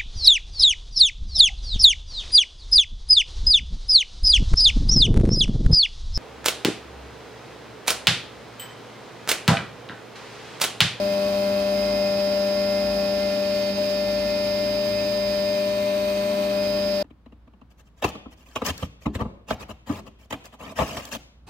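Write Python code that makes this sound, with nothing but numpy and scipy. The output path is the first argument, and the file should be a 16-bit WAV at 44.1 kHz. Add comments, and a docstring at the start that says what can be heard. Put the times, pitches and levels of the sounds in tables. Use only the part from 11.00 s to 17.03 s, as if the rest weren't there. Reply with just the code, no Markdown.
"""A small key cutting machine mills a metal blank on a desk, heard from close by.
From the start the spindle hums at about 200 turns a second, its bearings rattle, the carriage motor
buzzes and three flutes scrape off chips. At 0.75 s the thin whine of the drive comes up, and the cut
then deepens. Near 2.75 s the flutes lose grip: their tone drops out, and the blank rings as they catch.
Around 5 s the drive runs almost free, before the cutter bites again."""
import sys
import numpy as np
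from scipy.fft import rfft, irfft, next_fast_len
from scipy.io import wavfile
from scipy.ndimage import map_coordinates

SR = 44100
rng = np.random.default_rng(int(sys.argv[2]) if len(sys.argv) > 2 else 0)


def digitize_waveform(pressure):
    """Quantize a signal to 16-bit integers and store it at the path in sys.argv[1].

    Rows of a 2-D input are taken as channels; values are limited to [-1, 1].
    """
    field = np.atleast_2d(pressure).T
    bounded = np.clip(field, -1, 1)
    quanta = np.round(bounded * 32767).astype(np.int16)
    wavfile.write(sys.argv[1], SR, quanta)


N = 265790
TIME = np.arange(N) / SR
FLUTES = 3
SLIP_S, SLIP_WIDTH_S = 2.747, .024  # the flutes lose their grip


def amp(db):
    """Amplitude ratio of a level in decibels."""
    return 10 ** (np.asarray(db) / 20)


def unit(x):
    """Normalisation to an rms of 1."""
    return x / np.sqrt(np.mean(x ** 2) + 1e-20)


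def curve(rows):
    """Linear interpolation of (time, value) rows, one value per sample."""
    return np.interp(TIME, *np.transpose(rows))


def bump(centre_s, width_s):
    """Gaussian pulse of height 1."""
    return np.exp(-((TIME - centre_s) / width_s) ** 2)


def wobble(rate_hz):
    """Slow random modulation: a spline through rate_hz Gaussian knots a second."""
    knots = rng.standard_normal(int(N * rate_hz / SR) + 4)
    coarse_s = TIME[::32]
    return np.interp(TIME, coarse_s, map_coordinates(knots, [coarse_s * rate_hz]))


def angle(hz):
    """Phase as the time integral of frequency."""
    return 2 * np.pi * np.cumsum(hz) / SR


def filtered(x, response):
    """Linear filtering: the spectrum is multiplied by a frequency response."""
    size = next_fast_len(N + SR // 4)
    return irfft(rfft(x, size) * response(np.fft.rfftfreq(size, 1 / SR)), size)[..., :N]


def tone(phase, left_db, right_db, correlation=.85):
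    """Interference: reflections from the desk put a partial out of step in the two channels."""
    offset = np.arccos(np.clip(correlation, -1, 1)) / 2
    phase = phase + rng.uniform(0, 2 * np.pi) + np.array([[offset], [-offset]])
    return np.sqrt(2) * amp([[left_db], [right_db]]) * np.sin(phase)


def slipping_tone(phase, left_db, right_db, slip_rad, flutter_db):
    """Random phase and amplitude modulation: the tone of a slipping source wanders and flutters."""
    flutter = unit(amp(flutter_db * (.45 * wobble(7) + wobble(45))))
    wander = slip_rad * (wobble(9) + .5 * wobble(55))
    return flutter * tone(phase + wander, left_db, right_db)


def noise_band(spectrum, low_hz, high_hz, coherent_hz):
    """Partial coherence: band-limited noise whose two channels are alike below coherent_hz."""
    knots_hz, *channels_db = np.transpose(spectrum)

    def mid_and_side(hz):
        spread = np.pi / 4 * (1 - 1 / (1 + (hz / coherent_hz) ** 2))
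        return np.array([np.cos(spread), np.sin(spread)])

    def colour(hz):
        density = amp([np.interp(np.log(hz + 1), np.log(knots_hz), db) for db in channels_db])
        high_pass = (1 + (low_hz / (hz + 1)) ** 12) ** -.5
        low_pass = (1 + (hz / high_hz) ** 12) ** -.5
        return density * high_pass * low_pass

    mid, side = filtered(rng.standard_normal((2, N)), mid_and_side)
    return np.sqrt(SR / 2) * filtered(np.array([mid + side, mid - side]), colour)


# Overtones of the carriage motor: harmonic_number, left_db, right_db
STEP_HARMONICS = [(3, -63, -59), (4, -66, -58), (5, -63, -50), (6, -73, -67), (7, -78, -64), (8, -82, -72)]
def carriage_motor(step_hz=926):
    """Periodic stepping: the motor buzzes faintly at harmonics of its step rate."""
    return sum(slipping_tone(2 * np.pi * k * step_hz * TIME, left_db, right_db, slip_rad=.3, flutter_db=1.5)
               for k, left_db, right_db in STEP_HARMONICS)


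# Resonances of the frame on the desk: centre_hz, width_hz, relative_db
FRAME_MODES = [(54.6, 6.3, -47.5), (166.7, 6, -58), (226, 6, -46.5), (242.6, 12, -52), (268, 20, -46.5)]
def frame(load, drone_hz=111):
    """Forced vibration: the feed shakes the frame's low modes; one drones and swells in the deepest cut."""
    shake = np.zeros(N)
    for hz, width_hz, db in FRAME_MODES:
        envelope = wobble(width_hz) + 1j * wobble(width_hz)
        shake += amp(db) * unit(np.real(envelope * np.exp(2j * np.pi * hz * TIME)))
    drone_db = -48 - 3.5 * load + 5 * bump(3.77, .49) + 2 * wobble(8.7)
    drone = unit(np.sin(2 * np.pi * drone_hz * TIME + .99 * wobble(14)))
    return amp(-1.5) * shake + amp(drone_db) * drone


# Spectral density of the housing's rumble: frequency_hz, left_relative_db, right_relative_db
RUMBLE_SPECTRUM = [(19.9, -90, -93), (40, -77.5, -84), (81, -64.5, -67.5), (155, -84.5, -67),
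                   (219, -60, -61), (260, -61.5, -75), (322, -63, -63.5), (361, -75, -69.5),
                   (617, -60, -81), (754, -78, -69.5), (1120, -79.5, -71)]
def housing():
    """Random vibration: the housing radiates a low band of noise."""
    return amp(-1.5) * noise_band(RUMBLE_SPECTRUM, low_hz=22.1, high_hz=1060, coherent_hz=520)


def drive(load, free_hz=4958, climb_hz=109, casing_hz=5030, half_width_hz=46):
    """Band-pass transmission: the whine climbs with load and passes the casing best in one narrow band."""
    pitch_hz = free_hz + climb_hz * load + wobble(20)
    off_band = 1 - 1 / (1 + ((pitch_hz - casing_hz) / half_width_hz) ** 6)
    soft_start = .5 - .5 * np.tanh((TIME - .75) / .033)
    gain_db = -14 * off_band - 5.5 * soft_start + .4 * wobble(30)
    return amp(gain_db) * tone(angle(pitch_hz), left_db=-52.5, right_db=-33, correlation=0)


# Bearing tones: shaft_multiple, left_db, right_db, full_bite_change_db, slip_rad
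BEARING_TONES = [(1.496, -42.5, -45.5, 0, 0.69), (2.42, -61, -51, -3, 0.66), (2.532, -50.5, -45, -17, 0.55),
                 (3.54, -43.5, -44.5, -8.5, 1.3), (4.168, -58, -69, 3.5, 0.88), (4.54, -51.5, -67, 1, 1.25),
                 (5.54, -53.5, -47, -8.5, 1.1), (6.51, -57, -51, -13, 0.62), (7.52, -57, -62, -15, 0.44),
                 (12.56, -48, -48.5, -2.5, 1.17), (12.82, -52.5, -55, 0.5, 1.55),
                 (12.94, -53, -51.5, -7, 1.43), (13.65, -59, -58, 2.5, 0.91), (18.87, -57, -48, 3, 0.28),
                 (31.9, -72, -58, 4.5, 0.92)]
def bearing_rattle(shaft, bite):
    """Inharmonic partials: the balls roll and slip at non-integer multiples of the shaft rate."""
    return sum(amp(bite_db * bite) * slipping_tone(k * shaft, left_db, right_db, slip, flutter_db=2.5 * slip)
               for k, left_db, right_db, bite_db, slip in BEARING_TONES)


# Bouts in which one bearing tone sings out: start_s, length_s, relative_db
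SINGING_BOUTS = [(0.049, 0.096, -49), (0.406, 0.169, -50), (0.743, 0.39, -49), (1.538, 0.3, -47.5),
                 (2.17, 0.169, -47.5), (2.485, 0.25, -49), (2.948, 0.83, -50), (3.84, 0.23, -49.5),
                 (4.19, 0.087, -48), (4.451, 0.127, -48), (4.784, 0.129, -49), (5.016, 0.45, -52.5),
                 (5.602, 0.086, -48)]
def bearing_song(shaft, shaft_multiple=10.56, edge_s=.1):
    """Amplitude modulation: one bearing tone rises in bouts above a quiet floor."""
    bouts = np.zeros(N)
    for start_s, length_s, db in SINGING_BOUTS:
        inside_s = np.minimum(TIME - start_s, start_s + length_s - TIME)
        bouts += amp(db + 3.5) * np.clip(.5 + inside_s / edge_s, 0, 1)
    envelope = np.maximum(bouts, amp(-51))
    return envelope * slipping_tone(shaft_multiple * shaft, 1, -1.7, slip_rad=.45, flutter_db=1.45)


def blank(pitch_hz=820, peak_db=-41):
    """Transient excitation: the clamped key rings briefly as the flutes catch it again."""
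    return bump(2.78, .02) * tone(2 * np.pi * pitch_hz * TIME, peak_db, peak_db)


# Metallic partials of the cutter: shaft_multiple, left_relative_db, right_relative_db, full_load_change_db
RING_PARTIALS = [(42.3, -53, -56.5, -12), (57, -64, -62.5, -1.5), (69.2, -58, -71, 3),
                 (72, -50.5, -68, -2.5), (74, -60, -72, -2), (75, -61, -72, -1)]
def cutter_ring(shaft, load, blur_rad=.93):
    """Line broadening: random phase modulation blurs the high partials of the ringing steel."""
    ring = np.zeros((2, N))
    for k, left_db, right_db, load_db in RING_PARTIALS:
        blur = blur_rad * (wobble(30) + .5 * wobble(160))
        ring += amp(load_db * load) * tone(k * shaft + blur, left_db, right_db, correlation=0)
    return ring


# Spectral density of the scraping: frequency_hz, left_relative_db, right_relative_db
SCRAPE_SPECTRUM = [(1300, -75, -80), (2300, -78.5, -75), (2500, -72, -75), (2870, -90, -76),
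                   (3110, -77.5, -70), (3600, -82, -78.5), (4320, -83, -68), (5320, -80.5, -76),
                   (5900, -86.5, -78.5), (8350, -92.5, -88.5), (8950, -85, -87.5), (11700, -96.5, -99),
                   (13740, -81, -92), (15200, -81, -100)]
def cutter(shaft, load, grip_loss, runout=.12, flute_depth=.096):
    """Modulated friction noise: it swells at each flute, and once a turn as the cutter runs off centre."""
    contact = np.exp(runout * np.cos(shaft) + flute_depth * np.cos(FLUTES * shaft))

    def chips():
        grit_db = .7 * wobble(300) + .6 * wobble(35)
        return unit(contact * amp(grit_db))

    scrape = noise_band(SCRAPE_SPECTRUM, low_hz=1080, high_hz=12000, coherent_hz=500)
    hiss = noise_band(SCRAPE_SPECTRUM, low_hz=12100, high_hz=16000, coherent_hz=500)
    hiss *= amp(.3 - 2.6 * load)  # the steel hisses most freely under light load
    ring = cutter_ring(shaft, load)
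    scrape_envelope = amp(-3.5 * grip_loss) * chips()
    steel_envelope = amp(-5 * grip_loss) * unit(chips() * contact)
    return scrape_envelope * scrape + steel_envelope * (hiss + ring)


# Shaft harmonics: harmonic_number, left_db, right_db, full_bite_change_db, full_load_change_db, correlation
SHAFT_HARMONICS = [(1, -32.5, -33.0, -4.0, 1.0, 1.0), (2, -42.3, -36.8, -1.0, -2.0, 0.8),
                   (3, -22.0, -27.0, -0.0, 0.0, 1.0), (4, -44.0, -53.5, -7.0, 7.0, 0.9),
                   (5, -39.5, -45.5, -2.0, -3.0, -0.6), (6, -55.0, -54.0, -0.0, -5.0, -0.4),
                   (7, -52.0, -55.0, -5.0, 7.0, 0.7), (8, -57.0, -48.0, -8.0, 0.0, -0.4),
                   (9, -56.5, -51.0, 3.0, 2.0, 0.9), (10, -62.0, -50.5, -1.0, -1.0, -0.7),
                   (11, -57.0, -54.5, -4.0, -0.0, -0.5), (12, -49.5, -58.0, 5.0, -6.0, 1.0),
                   (13, -54.0, -51.0, -6.0, -3.0, 0.6), (14, -61.0, -54.0, -0.0, 3.0, -1.0),
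                   (15, -50.5, -49.5, 4.0, -3.0, -1.0), (16, -60.0, -49.0, -6.0, -3.0, 0.5),
                   (18, -66.0, -53.0, 4.0, -0.0, -1.0), (20, -72.5, -53.0, -1.0, -1.0, 0.7),
                   (21, -62.0, -55.5, 5.0, -4.0, 0.9), (22, -65.0, -49.0, -1.0, -0.0, -0.1),
                   (23, -74.0, -54.0, 6.0, 9.0, 0.6), (51, -56.0, -61.0, -6.0, 1.0, 0.0)]
# Slow swell of the flute tone: time_s, gain_db
FLUTE_GAIN = [(0, 0.9), (1.75, 1), (1.9, 0), (4.1, -0.65), (4.5, 0.3), (6, -0.1)]
def spindle(shaft, bite, load, grip_loss):
    """Harmonic series of a rotor: the flute-passing tone leads; bite and load rebalance the others."""
    hum = np.zeros((2, N))
    for k, left_db, right_db, bite_db, load_db, correlation in SHAFT_HARMONICS:
        if k == FLUTES:
            regrip = bump(2.805, .035)  # overshoot as the cutter grips again
            gain_db = curve(FLUTE_GAIN) - 11 * grip_loss + 2 * regrip + .28 * wobble(30)
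            jitter_rad = .021 * wobble(40)
        else:
            flutter_db = 1.45 * (.5 * wobble(3.06) + wobble(35)) * min(1, k / 6)
            gain_db = bite_db * bite + load_db * load + flutter_db
            jitter_rad = .06 * np.sqrt(k) * wobble(35)
        if k == 1:  # the shaft swings wider while it runs free
            gain_db += 4 * bump(SLIP_S, 3 * SLIP_WIDTH_S)
        hum += amp(gain_db) * tone(k * shaft + jitter_rad, left_db, right_db, correlation)
    return hum


# How hard the drive works: time_s, load_fraction
WORKLOAD = [(0, .43), (.6, .52), (1.15, .85), (1.9, .83), (2.3, 1), (3.25, 1), (3.6, .83), (3.85, .4),
            (4.35, .5), (4.95, .03), (5.45, .03), (5.6, .33), (5.75, .42), (6, 1)]
def drive_load(relief_s=2.72, fall_s=.08, load_shed=.66):
    """Transient unloading: the load falls quickly when the flutes slip, then builds up again."""
    elapsed = np.maximum(TIME - relief_s, 0) / fall_s
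    relief = (elapsed * np.exp(1 - elapsed)) ** 2
    return curve(WORKLOAD) - load_shed * relief


# Depth of the cut: time_s, bite_fraction
CUT_DEPTH = [(0, 0.24), (.5, 0.07), (1.5, 0.42), (2, .3), (2.6, 1), (4.6, 1), (5.4, 0.37), (5.7, 0.4),
             (6, 0.85)]
def scene(free_turn_hz=199.75, sag_hz=1.35):
    """Superposition of all sources; spindle, bearings and cutter share one shaft, which the load slows."""
    load, bite = drive_load(), curve(CUT_DEPTH)
    grip_loss = bump(SLIP_S, SLIP_WIDTH_S)
    shaft = angle(free_turn_hz - sag_hz * load)
    hum = spindle(shaft, bite, load, grip_loss)
    rattle = bearing_rattle(shaft, bite) + bearing_song(shaft)
    rumble = housing()
    cutting = cutter(shaft, load, grip_loss)
    feed = carriage_motor() + frame(load)
    return hum + rattle + rumble + cutting + feed + blank() + drive(load)


def record(dry, cutoff_hz=15350):
    """Band limiting: an ideal low-pass filter removes everything above the cutoff."""
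    return filtered(dry, lambda hz: hz < cutoff_hz)


dry = scene()
out = record(dry)
digitize_waveform(out)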